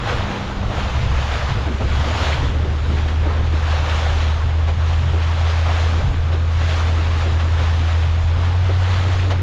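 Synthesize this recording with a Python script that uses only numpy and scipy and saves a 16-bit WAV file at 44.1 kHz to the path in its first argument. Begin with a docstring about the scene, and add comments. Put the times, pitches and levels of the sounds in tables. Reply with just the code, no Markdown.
"""An outboard engine drives a small fishing boat at sea: a near-sinusoidal firing hum climbs in steps.
Wind buffets the microphone as shaped noise; more noise, slowly modulated, washes along the hull.
Waves swell the wake, noise mixed with damped bubble rings, into surges of churn and spray.
Slaps ring as resonant bursts of noise, and thrown water lands as short broad ones.
A limiter acts on the bass alone, so strong gusts briefly push the hum down."""
import sys
import numpy as np
from scipy import signal
from scipy.fft import rfft, irfft, next_fast_len
from scipy.io import wavfile
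from scipy.ndimage import uniform_filter1d, minimum_filter1d, map_coordinates

SR = 44100
rng = np.random.default_rng(int(sys.argv[2]) if len(sys.argv) > 2 else 0)


def generate_wav(signal):
    """Clip the signal to [-1, 1] and save it as 16-bit WAV at the path in sys.argv[1]."""
    frames = np.transpose(np.atleast_2d(signal))
    scaled = np.clip(frames, -1, 1) * 32767
    pcm = np.round(scaled).astype(np.int16)
    wavfile.write(sys.argv[1], SR, pcm)


N = 415422  # samples

# engine hum: (time [s], firing rate [Hz], rms level [dB])
ENGINE_COURSE = [(0, 64.35, -35), (.25, 65.94, -41), (.62, 66.05, -40), (.85, 67.45, -24),
                 (1.15, 69.9, -20), (1.6, 69.76, -25), (1.86, 69.54, -24), (2.1, 74.87, -22.5),
                 (2.8, 75.6, -19), (3.2, 78.3, -17), (4.3, 78, -17.5), (4.8, 81.27, -16), (5.6, 82.1, -16),
                 (6.2, 82.17, -17), (8.25, 82, -15.5), (8.65, 90.7, -14.5), (9.42, 91.2, -17)]
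# engine overtones: (multiple of the firing rate, rms level at the hull resonance [dB])
ENGINE_OVERTONES = [(2, -33.5), (3, -35.5)]
# steady wind on the microphone: (time [s], level [dB])
BREEZE_LEVEL = [(0, -24.5), (.55, -24.5), (.9, -23.5), (4.5, -24.5), (5.6, -25.5), (9.42, -26)]
# gusts on the microphone: (time [s], level [dB])
WIND_GUSTS = [(1.1, -16.5), (1.6, -21), (1.92, -17.5), (2.42, -19), (2.88, -25), (3.27, -20), (4.85, -23),
              (5.03, -21.5), (6.08, -19), (7.63, -23), (8.24, -21.5), (8.95, -23)]
# relative spectrum of the wind: (frequency [Hz], density [dB per Hz])
WIND_SPECTRUM = [(10, -18), (25, -4.5), (45, -2), (70, -1.5), (105, -3.5), (130, -3.5), (160, -16.5),
                 (220, -25.5), (400, -46), (1500, -120)]
# low wash along the hull: (time [s], level [dB])
WASH_LEVEL = [(0, -33), (.8, -36), (1.45, -42), (1.8, -33.5), (2.8, -34), (3.8, -38), (5.5, -39),
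              (6.05, -36), (6.5, -39.5), (7.25, -37.5), (8.5, -39.5), (9.42, -35)]
# relative spectrum of the wash: (frequency [Hz], density [dB per Hz])
WASH_SPECTRUM = [(80, -37), (170, 5), (250, 4.5), (380, 2.5), (550, -3), (1200, -57.5)]
# waves breaking along the hull; rise and fall are time constants of the power:
# (crest time [s], spray level [dB], churn level [dB], rise [s], fall [s])
BREAKING_WAVES = [(.09, -31.5, -25, .05, 0.2), (.36, -40.5, -33.5, 0.033, 0.091),
                  (.79, -33.5, -29, 0.061, .16), (1.36, -31.5, -27.5, 0.22, 0.17),
                  (1.95, -34, -32.5, 0.076, .12), (2.24, -27.5, -24.5, 0.13, .11),
                  (2.98, -37.5, -35.5, 0.14, 0.14), (3.29, -44, -30.5, 0.042, .13),
                  (3.73, -33.5, -30.5, 0.13, 0.078), (3.95, -31.3, -27, 0.13, .22),
                  (4.22, -35, -39, 0.11, 0.071), (4.9, -37, -34.5, 0.052, .2),
                  (5.5, -34.5, -31, 0.19, 0.22), (5.822, -32, -29.5, 0.19, 0.14),
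                  (6.7, -31, -29, 0.082, 0.23), (7.22, -35.5, -31.5, 0.17, 0.15),
                  (7.6, -33.5, -30, 0.054, 0.17), (7.9, -36.5, -35.5, 0.11, 0.29),
                  (8.46, -37, -30.5, 0.062, 0.034), (8.95, -32.5, -30.5, 0.16, .17),
                  (9.2, -37, -38, 0.099, 0.067)]
# relative spectrum of the churned water: (frequency [Hz], density [dB per Hz])
CHURN_SPECTRUM = [(200, -16.5), (380, -11), (490, -2), (750, -1.5), (1250, -1), (1800, -6), (2500, -12),
                  (4000, -20), (8000, -57.5)]
# relative spectrum of the hissing spray: (frequency [Hz], density [dB per Hz])
SPRAY_SPECTRUM = [(600, -19), (1500, -1), (2300, -0.5), (3400, -0.5), (4000, -3.5), (4600, -7), (6000, -11),
                  (7100, -13), (7700, -25), (9000, -32), (11500, -33), (12700, -41), (14000, -55),
                  (15500, -80.5)]
# waves slapping and gulping at the hull: (time [s], peak level [dB], pitch [Hz], 60 dB decay [s])
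HULL_SLAPS = [(0.629, -23.5, 650, 0.07), (.694, -20, 654, .17), (1.405, -20, 1350, 0.091),
              (1.664, -19, 230, 0.25), (1.801, -17, 292, 0.11), (1.802, -19, 550, 0.19),
              (2.2, -24, 260, 0.18), (2.42, -22, 288, .25), (2.648, -23, 404, 0.074),
              (2.891, -21, 260, 0.11), (2.98, -24, 1990, 0.036), (3.252, -17, 330, .15),
              (3.35, -26, 446, 0.099), (3.522, -23, 316, 0.18), (4.675, -21, 560, .17),
              (5.13, -18.5, 400, 0.16), (5.655, -17, 842, 0.098), (5.68, -22.5, 635, 0.14),
              (6.0, -21, 700, .2), (6.312, -24, 350, 0.18), (7.252, -24.5, 318, 0.24),
              (8.688, -18, 366, 0.095), (9.297, -19, 553, 0.18)]
# sheets of spray landing: (time [s], level [dB], 60 dB decay [s])
SPRAY_LANDINGS = [(1.49, -31, 0.14), (3.078, -30.5, 0.075), (2.32, -27, .11), (3.892, -26.5, 0.051),
                  (4.67, -32.5, 0.15), (5.215, -30.5, .13), (6.315, -33, 0.15), (7.39, -29, 0.11),
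                  (8.7, -39, 0.2), (9.3, -26, .1)]
# relative spectrum of falling spray: (frequency [Hz], density [dB per Hz])
LANDING_SPECTRUM = [(300, -13), (600, 1.5), (1300, 1.5), (3400, -3.5), (7000, -20), (8000, -35.5),
                    (12000, -43.5), (15000, -83)]

BOOM_HZ, BOOM_HALF_WIDTH_HZ = 199.6, 3.5  # hull resonance
OVERTONE_WAVER_DB = 2.2
GUST_WIDTH_S, LUMP_DB = 0.087, 1.6
WASH_SWELL_DB = 2
CALM_SPRAY_DB, CALM_CHURN_DB = -41.5, -35.5  # the wake between waves
TUMBLE_DB, TUMBLES_PER_S = 0.73, 30  # breaking water swells unevenly
WAVE_ROUNDNESS = 1.13  # exponent: 1 = pointed crest, 2 = bell
SLAP_TOP_HZ, SLAP_RISE_S, SLAP_Q = 5000, 0.011, 3
SLAP_SPLATTER = 0.41  # gain of the broad burst added to the pocket's ring
SPLASH_RISE_S = 0.024
TOP_HZ = 15600


def amp(db):
    """A level in decibels is twenty times the logarithm of gain; return the gain."""
    return 10 ** (np.asarray(db) / 20)


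def unit(x):
    """Mean square measures power: scale x to rms 1."""
    return x / np.sqrt(np.mean(x ** 2) + 1e-20)


def curves(rows):
    """Linear interpolation gives one value per sample for each column after the time."""
    s, *columns = np.transpose(rows)
    t = np.arange(N) / SR
    return [np.interp(t, s, column) for column in columns]


def wobble(rate):
    """Interpolating random knots, rate per second, gives a smooth random fluctuation."""
    knots = rng.standard_normal(1024)
    return map_coordinates(knots, [np.arange(N) * rate / SR], mode="mirror")


def filtered(x, response):
    """Linear filtering multiplies the spectrum of x by a response of frequency."""
    size = next_fast_len(N + SR // 2)  # padding limits wrap-around
    spectrum = rfft(x, size) * response(np.fft.rfftfreq(size, 1 / SR))
    return irfft(spectrum, size)[:N]


def coloured(x, spectrum):
    """Spectral shaping: a response drawn on log frequency colours x, at rms 1."""
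    f, db = np.transpose(spectrum)
    return unit(filtered(x, lambda hz: amp(np.interp(np.log(hz + 1), np.log(f), db))))


def engine():
    """Harmonic excitation: muffled exhaust firing hums; overtones boom as they pass the hull's resonance."""
    hz, hum_db = curves(ENGINE_COURSE)
    phase = 2 * np.pi * np.cumsum(hz) / SR
    out = amp(hum_db + 0.43 * wobble(28)) * np.sin(phase)
    for order, db in ENGINE_OVERTONES:
        order = round(order)
        boom = 1 / np.hypot(1, (order * hz - BOOM_HZ) / BOOM_HALF_WIDTH_HZ)
        level = amp(db + OVERTONE_WAVER_DB * wobble(12))
        out += boom * level * np.sin(order * phase + 0.19 * wobble(13))
    return np.sqrt(2) * out  # table levels are rms


def wind():
    """Turbulent pressure: eddies hit the microphone port in lumps, gust powers adding to a breeze."""
    t = np.arange(N) / SR
    breeze_db, = curves(BREEZE_LEVEL)
    power = amp(breeze_db) ** 2
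    for s, db in WIND_GUSTS:
        power += amp(db) ** 2 * np.exp(-((t - s) / GUST_WIDTH_S) ** 2)
    lumps = amp(LUMP_DB * wobble(18))
    buffeting = unit(lumps * coloured(rng.standard_normal(N), WIND_SPECTRUM))
    return np.sqrt(power) * buffeting


def wash():
    """Amplitude modulation: water sloshing unevenly along the hull is low noise of wavering level."""
    wash_db, = curves(WASH_LEVEL)
    level = amp(wash_db + WASH_SWELL_DB * wobble(15))
    return level * coloured(rng.standard_normal(N), WASH_SPECTRUM)


def swell(s, rise, fall):
    """Growth and decay: a wave's power builds to a crest of 1 at time s, then drains away."""
    t = np.arange(N) / SR - s
    return np.exp(-np.minimum(np.maximum(-t / rise, t / fall) ** WAVE_ROUNDNESS, 20))


def rush(patchy_db):
    """Turbulent noise: white noise whose gain varies in random patches of time and frequency."""
    z = signal.stft(rng.standard_normal(N), nperseg=512)[2]
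    field = uniform_filter1d(rng.standard_normal(z.shape), size=5, axis=0)
    field = uniform_filter1d(field, size=10, axis=1)
    patchy = z * amp(patchy_db * unit(field))
    return unit(signal.istft(patchy, nperseg=512)[1][:N])


def bubbles(count, centre_hz, spread, cycles, scatter_db, size):
    """Damped oscillation: a cloud of rings whose pitch rises as they die, at rms 1."""
    start = rng.integers(0, N, (count, 1))
    hz = centre_hz * np.exp(spread * rng.standard_normal((count, 1)))
    hz = np.clip(hz, 200, 14000)
    strength = amp(scatter_db * np.minimum(rng.exponential(size=(count, 1)), 4))
    age = hz * np.arange(size) / SR / cycles  # 1 when 60 dB down
    envelope = amp(-60 * age) * (1 - np.exp(-20 * age))
    ring = strength * envelope * np.sin(2 * np.pi * cycles * age * (1 + age / 10))
    samples = start + np.arange(size)
    return unit(np.bincount(samples.ravel(), ring.ravel(), N)[:N])


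def wake():
    """Power addition: waves add surges to a steady wake of churned bubbles and hissing droplets."""
    spray_power, churn_power = amp(CALM_SPRAY_DB) ** 2, amp(CALM_CHURN_DB) ** 2
    for s, spray_db, churn_db, rise, fall in BREAKING_WAVES:
        surge = swell(s, rise, fall)
        spray_power = spray_power + amp(spray_db) ** 2 * surge
        churn_power = churn_power + amp(churn_db) ** 2 * surge
    froth = bubbles(count=5000, centre_hz=906.4, spread=0.505, cycles=18.5, scatter_db=2.5, size=1000)
    drops = bubbles(count=26000, centre_hz=3680, spread=0.53, cycles=3.8, scatter_db=5.5, size=100)
    tumble_db = TUMBLE_DB * wobble(TUMBLES_PER_S)
    churn_water = coloured(rush(patchy_db=1.1) + 0.2 * froth, CHURN_SPECTRUM)
    spray_water = coloured(rush(patchy_db=1.3) + 0.29 * drops, SPRAY_SPECTRUM)
    churn = np.sqrt(churn_power) * amp(tumble_db) * churn_water
    spray = np.sqrt(spray_power) * amp(0.66 * tumble_db) * spray_water
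    return churn + spray


def burst(s, rise, t60):
    """Exponential decay: the envelope of a soft blow starting at time s, peak 1."""
    t = np.maximum(np.arange(N) / SR - s, 0)
    decay = np.exp(-np.minimum(np.log(1000) * t / t60, 20))
    shape = (1 - np.exp(-t / rise)) * decay
    return shape / shape.max()


def slaps():
    """Cavity resonance: each slap splatters and traps a pocket of air, which rings in a broad band."""
    out = np.zeros(N)
    water = filtered(rng.standard_normal(N), lambda hz: 1 / (1 + (hz / SLAP_TOP_HZ) ** 10))
    for s, db, pitch_hz, t60 in HULL_SLAPS:
        band = signal.butter(2, [pitch_hz / 2, pitch_hz * 2], "band", fs=SR)
        splatter = signal.lfilter(*band, water)
        pocket = signal.lfilter(*signal.iirpeak(pitch_hz, SLAP_Q, SR), splatter)
        gulp = burst(s, SLAP_RISE_S, t60) * (pocket + SLAP_SPLATTER * splatter)
        out += amp(db) * gulp / np.abs(gulp).max()
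    return out


def splashes():
    """Impact noise: thrown water falls back in short broad bursts."""
    water = coloured(rush(patchy_db=1.0), LANDING_SPECTRUM)
    level = sum(amp(db) * burst(s, SPLASH_RISE_S, t60) for s, db, t60 in SPRAY_LANDINGS)
    return water * level


def scene():
    """Superposition: the sound pressures of all sources add at one microphone."""
    return (engine() + wind() + wash() + wake() + slaps() + splashes())[None]


def record(dry):
    """Gain reduction: a fast limiter holds down the bass alone; a low-pass then cuts all above TOP_HZ."""
    split_hz, ceiling_db = 170, -11
    bass = filtered(dry[0], lambda hz: 1 / (1 + (hz / split_hz) ** 10))
    needed = np.minimum(1, amp(ceiling_db) / (np.abs(bass) + 1e-9))
    held = minimum_filter1d(needed, size=600)  # window sizes in samples
    gain = uniform_filter1d(uniform_filter1d(held, size=500), size=200)
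    limited = dry[0] - bass + gain * bass
    return filtered(limited, lambda hz: hz < TOP_HZ)[None]


dry = scene()
out = record(dry)
generate_wav(out)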